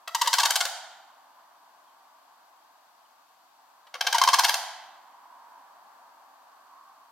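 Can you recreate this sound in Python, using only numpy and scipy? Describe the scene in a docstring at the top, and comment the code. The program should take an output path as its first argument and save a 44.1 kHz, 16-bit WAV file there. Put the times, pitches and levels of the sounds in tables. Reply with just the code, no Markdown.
"""A sandhill crane standing among lily pads gives two rolling rattles across an open wetland.
Each is a string of very short notes (dry clacks, ringing toots, soft croaks) made by a source and a
filter: pulses of the syrinx excite the resonances of the long windpipe and radiate from the open bill.
Water, leaves and the wooded shore reflect the calls. Behind them lie a faint wash of distant wind
and traffic, a thin hiss and whine, and two chirps of a small bird."""
import sys
import numpy as np
from scipy import signal
from scipy.fft import rfft, irfft, next_fast_len
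from scipy.io import wavfile

SR = 44100
rng = np.random.default_rng(int(sys.argv[2]) if len(sys.argv) > 2 else 0)


def output_pcm(signal):
    """Save a mono or channel-first signal as 16-bit PCM at the path in sys.argv[1].

    Samples are clipped to [-1, 1] before scaling.
    """
    pcm = np.clip(np.atleast_2d(signal).T, -1, 1) * 32767
    wavfile.write(sys.argv[1], SR, np.round(pcm).astype(np.int16))


N = 313674
TIME = np.arange(N) / SR


def from_db(db):
    """Amplitude grows tenfold for every 20 dB."""
    return 10 ** (np.asarray(db) / 20)


def rms_one(x):
    """Normalisation to unit mean power."""
    return x / np.sqrt(np.mean(x ** 2) + 1e-20)


def at_hz(points, hz):
    """Interpolation of a table on a log-frequency axis."""
    f, value = np.transpose(points)
    return np.interp(np.log(np.maximum(hz, 1)), np.log(f), value)


def bins(size):
    """Frequencies of a real Fourier transform."""
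    return np.fft.rfftfreq(size, 1 / SR)


def coloured(x, spectrum, size=2048):
    """Minimum-phase filtering: folding the cepstrum gives a dB spectrum a causal response."""
    cepstrum = irfft(np.log(from_db(at_hz(spectrum, bins(size)))))
    cepstrum[1:size // 2] *= 2
    cepstrum[size // 2 + 1:] = 0
    return signal.oaconvolve(x, irfft(np.exp(rfft(cepstrum))))[:N]


def resonance(x, hz, width):
    """A damped resonator: two poles, unit gain at the peak."""
    r = np.exp(-np.pi * width / SR)
    feedback = [1, -2 * r * np.cos(2 * np.pi * hz / SR), r * r]
    return signal.lfilter(np.array([1, 0, -1]) * (1 - r * r) / 2, feedback, x)


def drift(seconds):
    """A random process of unit rms with about the given correlation time."""
    steps = rng.standard_normal(N // 20)
    return rms_one(np.interp(TIME / seconds, np.arange(len(steps)), steps))


def stereo_noise(spectrum, correlation, size):
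    """Partial coherence: the ratio of shared to opposed noise sets the channels' correlation."""
    alike = np.clip(at_hz(correlation, bins(size)), -1, 1)
    mid, side = rfft(rng.standard_normal((2, size)))
    pair = np.sqrt((1 + alike) / 2) * mid + np.sqrt((1 - alike) / 2) * side * [[1], [-1]]
    return irfft(pair * from_db(at_hz(spectrum, bins(size))), size)


def panned(x, left_db):
    """A level difference between the channels gives direction."""
    return x * from_db(left_db * np.array([[.5], [-.5]]))


def leaning(pair, balance):
    """A level difference that depends on frequency."""
    size = next_fast_len(pair.shape[1])
    return irfft(panned(rfft(pair, size), at_hz(balance, bins(size))), size)[:, :pair.shape[1]]


# Spectral densities of the wash and the hiss (frequency [Hz], relative level [dB])
WASH_SPECTRUM = [(40, -42), (120, -37.5), (200, -25.5), (280, -17.5), (400, -24), (520, -18.5), (680, -5),
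                 (950, -0.5), (1130, -2), (1330, -10.5), (1600, -10), (2200, -26), (4000, -37)]
HISS_SPECTRUM = [(1500, -18), (2000, -4), (3000, -2.5), (4100, -3), (4550, 0), (4950, -4.5), (8000, -8),
                 (11000, -12.5), (12800, -11), (16000, -18.5)]
# Envelope of the wash (time [s], relative level [dB])
WASH_ENVELOPE = [(0, -59), (2.2, -59.5), (3.3, -62), (4.9, -57), (5.9, -55.5), (6.5, -57.5), (7.1, -59)]
# Coherence of the ambient noise (frequency [Hz], left-right correlation [1])
AIR_CORRELATION = [(100, 0.4), (1000, 0.73), (2000, 0.25), (4000, 0.18), (8000, 0.17), (14000, 0.2)]
# Its balance (frequency [Hz], left minus right [dB])
AIR_PAN = [(1000, .5), (2000, 1.6), (4000, 3), (11000, 2.5), (14000, 6.5)]
def background(hiss_db=-67.5, whine_db=-83.5, whine_hz=13220):
    """Amplitude-modulated noise: far wind and traffic swell under a steady hiss and a faint whine."""
    size = next_fast_len(N)
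    wash = rms_one(stereo_noise(WASH_SPECTRUM, AIR_CORRELATION, size)[:, :N])
    hiss = rms_one(stereo_noise(HISS_SPECTRUM, AIR_CORRELATION, size)[:, :N])
    wash_db = np.interp(TIME, *np.transpose(WASH_ENVELOPE)) + 1.4 + .55 * drift(.04)
    left, right = wash * from_db(wash_db) + from_db(hiss_db) * hiss
    air = np.array([np.roll(left, 3), right])   # arrives slightly earlier on the right
    whine = np.sqrt(2) * np.sin(2 * np.pi * np.cumsum(whine_hz + 35 * drift(.006)) / SR)
    return leaning(air, AIR_PAN) + panned(from_db(whine_db) * whine, left_db=15)


# Distant swells (peak time [s], level [dB], time spread [s], frequency [Hz], resonator width [Hz])
NOISE_SWELLS = [(5.415, -55.5, .27, 964, 169.7), (6.82, -56.5, 0.18, 1086, 200.5)]
def far_swells():
    """Narrow-band noise under Gaussian envelopes, off to the right: perhaps tyres on a road."""
    out = 0
    for s, db, spread, hz, width in NOISE_SWELLS:
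        band = rms_one(resonance(resonance(rng.standard_normal(N), hz, width), hz, width))
        out = out + from_db(db) * band * np.exp(-.5 * ((TIME - s) / spread) ** 2)
    return panned(out, left_db=-3.5)


# Chirps (centre time [s], level [dB], start frequency [Hz], end frequency [Hz], duration [s])
BIRD_CHIRPS = [(1.887, -70, 3420, 2980, .045), (3.058, -65, 3230, 2800, 0.018)]
def small_bird():
    """Linear frequency sweeps: the faint falling whistles of a far bird."""
    out = np.zeros(N)
    for s, db, start_hz, end_hz, length in BIRD_CHIRPS:
        progress = np.clip((TIME - s) / length + .5, 0, 1)
        phase = 2 * np.pi * np.cumsum(start_hz + (end_hz - start_hz) * progress) / SR
        out += from_db(db) * np.sin(np.pi * progress) * np.sin(phase)
    return out


# Decay of the marsh (frequency [Hz], reverberation time [s])
REVERB_TIME = [(300, 0.5), (800, 1.2), (1500, 1.04), (3000, 1.02), (5500, 0.66), (8000, 0.7), (14000, 0.3)]
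# Spectrum of its reverberation (frequency [Hz], level [dB])
REVERB_SPECTRUM = [(100, -11.5), (400, -9), (720, 2), (1050, -8.5), (1400, -3), (3000, -7), (6000, -6),
                   (14000, -3.5)]
# Coherence of all echoes (frequency [Hz], left-right correlation [1], clipped to 1 in use)
ECHO_CORRELATION = [(200, 1.1), (1000, 0.83), (2000, 0.93), (4000, 0.3), (8000, -0.1), (14000, 0)]
# Balance of the shore's echoes (frequency [Hz], left minus right [dB])
SHORE_PAN = [(300, 0.5), (900, -2), (2000, -2.4), (4000, 1.5), (7000, -1), (14000, 5.5)]
def shore_echoes(build_s=.022, far_db=-31, far_s=1.05, far_spread_s=.45, size=98304, bands=12):
    """Reverberation: reeds and trees lose the treble soonest; the far shore answers late and dull."""
    t, hz = np.arange(size) / SR, bins(size)
    spectrum = rfft(stereo_noise(REVERB_SPECTRUM, ECHO_CORRELATION, size))
    centres = np.geomspace(300, 15000, bands)
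    tail = 0
    for centre, share in zip(centres, np.eye(bands)):
        band = irfft(spectrum * at_hz(np.c_[centres, share], hz))
        envelope = (1 - np.exp(-t / build_s)) * from_db(-60 * t / at_hz(REVERB_TIME, centre))
        tail = tail + band * envelope / np.linalg.norm(envelope)
    late = np.exp(-.5 * ((t - far_s) / far_spread_s) ** 2)
    far_spectrum = [(400, -2), (800, 1.5), (1100, -4.5), (1600, -5), (3000, -13), (8000, -55.5)]
    far = stereo_noise(far_spectrum, ECHO_CORRELATION, size)
    return leaning(tail + from_db(far_db) * far * late / np.linalg.norm(late), SHORE_PAN)


def scatter(spectrum, peak_s, size=4096):
    """Diffuse scattering: dense small reflections peak shortly after the direct sound."""
    t = np.arange(size) / SR
    envelope = (t / peak_s) ** 2 * np.exp(-2 * t / peak_s)
    return stereo_noise(spectrum, ECHO_CORRELATION, size) * envelope / np.linalg.norm(envelope)


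# Reflection from the water (frequency [Hz], gain [dB])
WATER_REFLECTION = [(500, -7.5), (1600, -2.5), (3200, -3), (5000, -18), (9000, -16.5), (15000, -18)]
def over_water(voice, lag_s=.001863, sway=.025):
    """Comb filtering: the voice interferes with its mirror image, whose lag shifts as the head moves."""
    lag = lag_s * (1 + sway * drift(.054))
    return voice + coloured(np.interp(TIME - lag, TIME, voice), WATER_REFLECTION)


# Balance of the crane (frequency [Hz], left minus right [dB])
CRANE_PAN = [(500, 0.4), (2000, 1), (4000, 1.5), (8000, 2), (13000, 7)]
def at_microphones(x):
    """Level difference: the left microphone receives more of the crane's treble."""
    return np.array([coloured(x, [(hz, sign * db / 2) for hz, db in CRANE_PAN]) for sign in (1, -1)])


def note_envelope(t, length, start, fade):
    """Attack and decay: a note starts part-way up, peaks early and dies away past its length."""
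    rise = start + (1 - start) * np.sin(np.pi / 2 * np.clip(t / (.35 * length), 0, 1))
    return rise * np.clip(1 + t / .0025, 0, 1) ** 2 / (1 + np.abs(t / length) ** fade)


def syrinx(notes, sag=.094, jitter=.056, shimmer_db=2.5, pulse_s=.000026, breath=.14, size=1400):
    """A pulse source: a few membrane slaps, falling in pitch, ride on the crests of their fundamental."""
    slaps, tones, rasps = np.zeros((3, N))
    lead = size // 10
    t = (np.arange(size) - lead) / SR
    cycle = np.arange(48) - 2
    for s, slap_db, tone_db, hz, length, sharp_db, rasp_db in notes:
        timing, strength = rng.standard_normal((2, len(cycle)))
        periods = (1 + sag * np.clip(cycle / (hz * length), 0, 2) + jitter * timing) / hz
        beats = np.cumsum(periods) - periods
        beats -= beats[2]   # cycle 0 falls on the onset
        force = note_envelope(beats, length, start=1, fade=7) * from_db(shimmer_db * strength)
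        width = pulse_s * from_db(-sharp_db)
        pulses = force @ np.exp(-.5 * ((t - beats[:, None]) / width) ** 2)
        turbulence = breath * rng.standard_normal(size) * note_envelope(t, length, start=.38, fade=5)
        fundamental = np.cos(2 * np.pi * np.interp(t, beats, cycle))
        span = round(s * SR) - lead + np.arange(size)
        slaps[span] += from_db(slap_db) * (pulses + turbulence)
        rasps[span] += from_db(rasp_db) * (pulses + turbulence)
        tones[span] += from_db(tone_db) * fundamental * note_envelope(t, length, start=.53, fade=2.4)
    return slaps, tones, rasps


def within(table, start, end):
    """A time window: the rows within half a second of a rattle."""
    return [row for row in table if start - .5 < row[0] < end + .5]


# Soft low notes (time [s], source slap level [dB])
CROAK_NOTES = [(.2462, -31), (.2583, -22), (3.951, -33.5), (4.046, -36.5), (4.077, -27)]
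def croaks(start, end, hz=570, length_s=.0085, tone_db=-41, sharp_db=-5.5, rasp_db=-9.5):
    """Low tension, low pitch: the slack membrane gives soft, dull pulses."""
    for s, db in within(CROAK_NOTES, start, end):
        yield s, db, tone_db, hz, length_s, sharp_db, db + rasp_db


# Higher ringing notes (time [s], source tone level [dB], duration [s])
TOOT_NOTES = [(.1483, -24, 0.0059), (.2149, -24, .009), (.2741, -23, 0.0071), (.3302, -29.5, 0.0046),
              (.3834, -25.5, .008), (.4325, -19.5, 0.0064), (4.1462, -18.5, 0.01), (4.2153, -12.5, 0.0075),
              (4.2755, -14, 0.0074), (4.332, -17.5, 0.0091), (4.3866, -18.5, 0.0066),
              (4.4363, -21.5, .0063), (4.484, -32.5, 0.0072)]
def toots(start, end, climax, top_hz, droop_rate, slap_db, rasp_db, sharp_db=1.8):
    """A strong fundamental sounds tonal; pitch and slap force arch over the rattle's climax."""
    for s, tone_db, length in within(TOOT_NOTES, start, end):
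        droop = droop_rate * (s - climax) ** 2
        purer_db = 80 * max(climax - s, 0)   # toots start pure and grow raspy up to the climax
        yield s, slap_db - 30 * droop, tone_db, top_hz * (1 - droop), length, sharp_db, rasp_db - purer_db


# Hard dry notes that carry the roll (time [s], source slap level [dB], duration [s])
CLACK_NOTES = [(.0769, -21.5, 0.0058), (.3372, -8, 0.0065), (.3988, -10.5, 0.0097), (.4538, -9.5, 0.0081),
               (.5062, -5.5, 0.0042), (.5568, -8.5, 0.008), (.6061, -13.5, 0.011), (.6533, -12.5, 0.0048),
               (3.869, -47, .007), (3.942, -24, 0.0035), (4.010, -13.5, 0.0046), (4.068, -13, 0.0083),
               (4.1276, -10.5, 0.0041), (4.1587, -23.5, 0.0064), (4.1827, -10.5, 0.005),
               (4.2375, -7, .0037), (4.2867, -9, 0.006), (4.3408, -7.5, 0.0066), (4.3932, -4, 0.0054),
               (4.4444, -8.5, .0095), (4.4937, -4.5, .0035), (4.5422, -9, 0.0043)]
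def clacks(start, end, held_hz=802.8, end_sag=.16, ordinary_db=-10):
    """Narrower pulses have wider spectra: harder clacks are sharper, with a stronger fundamental."""
    for s, db, length in within(CLACK_NOTES, start, end):
        progress = np.clip((s - start) / (end - start), 0, 1)
        force_db = db - ordinary_db
        spent = progress ** 4   # as the air runs out, rasp gives way to bare clicks
        hz = held_hz * (1 - end_sag * abs(2 * progress - 1) ** 6)   # sags at both ends of the rattle
        tone_db = -31 + .6 * force_db
        sharp_db = max(1 + .81 * force_db, -6) + 3.5 * spent
        rasp_db = db - 11.5 - 13.5 * spent
        yield s, db, tone_db, hz, length, sharp_db, rasp_db


# Windpipe resonances (frequency [Hz], bandwidth [Hz], gain [dB])
WINDPIPE_MODES = [(652, 42, 6), (877, 260, 5.5), (1670, 680, 1.5), (1960, 110, 5.5), (3164, 370, 7.5),
                  (3736, 170, 3), (4420, 310, 3)]
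def windpipe(slaps):
    """Standing waves: the air column rings at its modes after each slap."""
    return slaps + sum((from_db(db) - 1) * resonance(slaps, hz, width) for hz, width, db in WINDPIPE_MODES)


def rattle(phrase, bill, rasp_hz, rasp_width_hz=1900, rasp_db=6, slap_db=1.5):
    """Source and filter: windpipe and open bill colour the slaps; forced notes add a high reedy rasp."""
    start, end = phrase[:2]
    slaps, tones, rasps = syrinx([*clacks(start, end), *toots(*phrase), *croaks(start, end)])
    slap_floor, rasp_floor = 1e-12 * rng.standard_normal((2, N))   # inaudible; prevents filter underflow
    ringing = windpipe(coloured(slaps, bill) + slap_floor)
    reed = resonance(resonance(rasps + rasp_floor, rasp_hz, rasp_width_hz), rasp_hz, rasp_width_hz)
    return from_db(slap_db) * ringing + tones + from_db(rasp_db) * reed


# Response of the open bill in each rattle (frequency [Hz], gain [dB])
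FIRST_BILL_RESPONSE = [(40, -47.5), (130, -31), (390, -31.5), (520, -8.5), (700, -3), (1200, 3.5),
                       (2400, -6.5), (3300, -0.5), (5300, 2.5), (7400, 3.5), (8200, 0.5), (10500, -4),
                       (13000, -2.5), (16000, -11)]
SECOND_BILL_RESPONSE = [(40, -43), (130, -31), (390, -24), (520, -7), (700, -0.5), (1200, 3.5),
                        (2400, -2.5), (3300, 1), (6300, 5), (8000, -4.5), (8600, 1), (10000, -4.5),
                        (13000, -3), (16000, -14)]
# The rattles (start [s], end [s], climax [s], top toot pitch [Hz], toot pitch droop [1/s^2],
# toot slap level [dB], toot rasp level [dB])
PHRASES = [(0.079, 0.648, .265, 1019, 2.0, -11, -18), (3.924, 4.544, 4.28, 1067, 3.7, -15.5, -14)]
def crane():
    """Filtering sets timbre: each of the two rattles has its own bill response and rasp band."""
    first = rattle(PHRASES[0], FIRST_BILL_RESPONSE, rasp_hz=4600)
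    second = rattle(PHRASES[1], SECOND_BILL_RESPONSE, rasp_hz=4844)
    return first + second


def scene():
    """Superposition: the crane's calls, their reflections and the quiet of the marsh add up."""
    voice = crane()
    direct = at_microphones(over_water(voice))
    ripples = scatter([(300, -18), (1000, -17), (2500, -7.5), (5000, -9), (14000, -10)], peak_s=.0015)
    leaf_spectrum = [(300, -13), (700, -10.5), (1100, .5), (2000, -2), (5000, -9.5), (14000, -5.5)]
    lily_pads = scatter(leaf_spectrum, peak_s=.0087)
    paths = [(direct, ripples), (voice[None], lily_pads), (voice[None], shore_echoes())]
    echoes = sum(signal.fftconvolve(sound, response, axes=1)[:, :N] for sound, response in paths)
    return direct + echoes + background() + far_swells() + small_bird()


def record(dry):
    """Band limiting: an elliptic low-pass cuts steeply above 16.1 kHz."""
    return signal.sosfilt(signal.ellip(10, .1, 80, 16100, fs=SR, output="sos"), dry)


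dry = scene()
out = record(dry)
output_pcm(out)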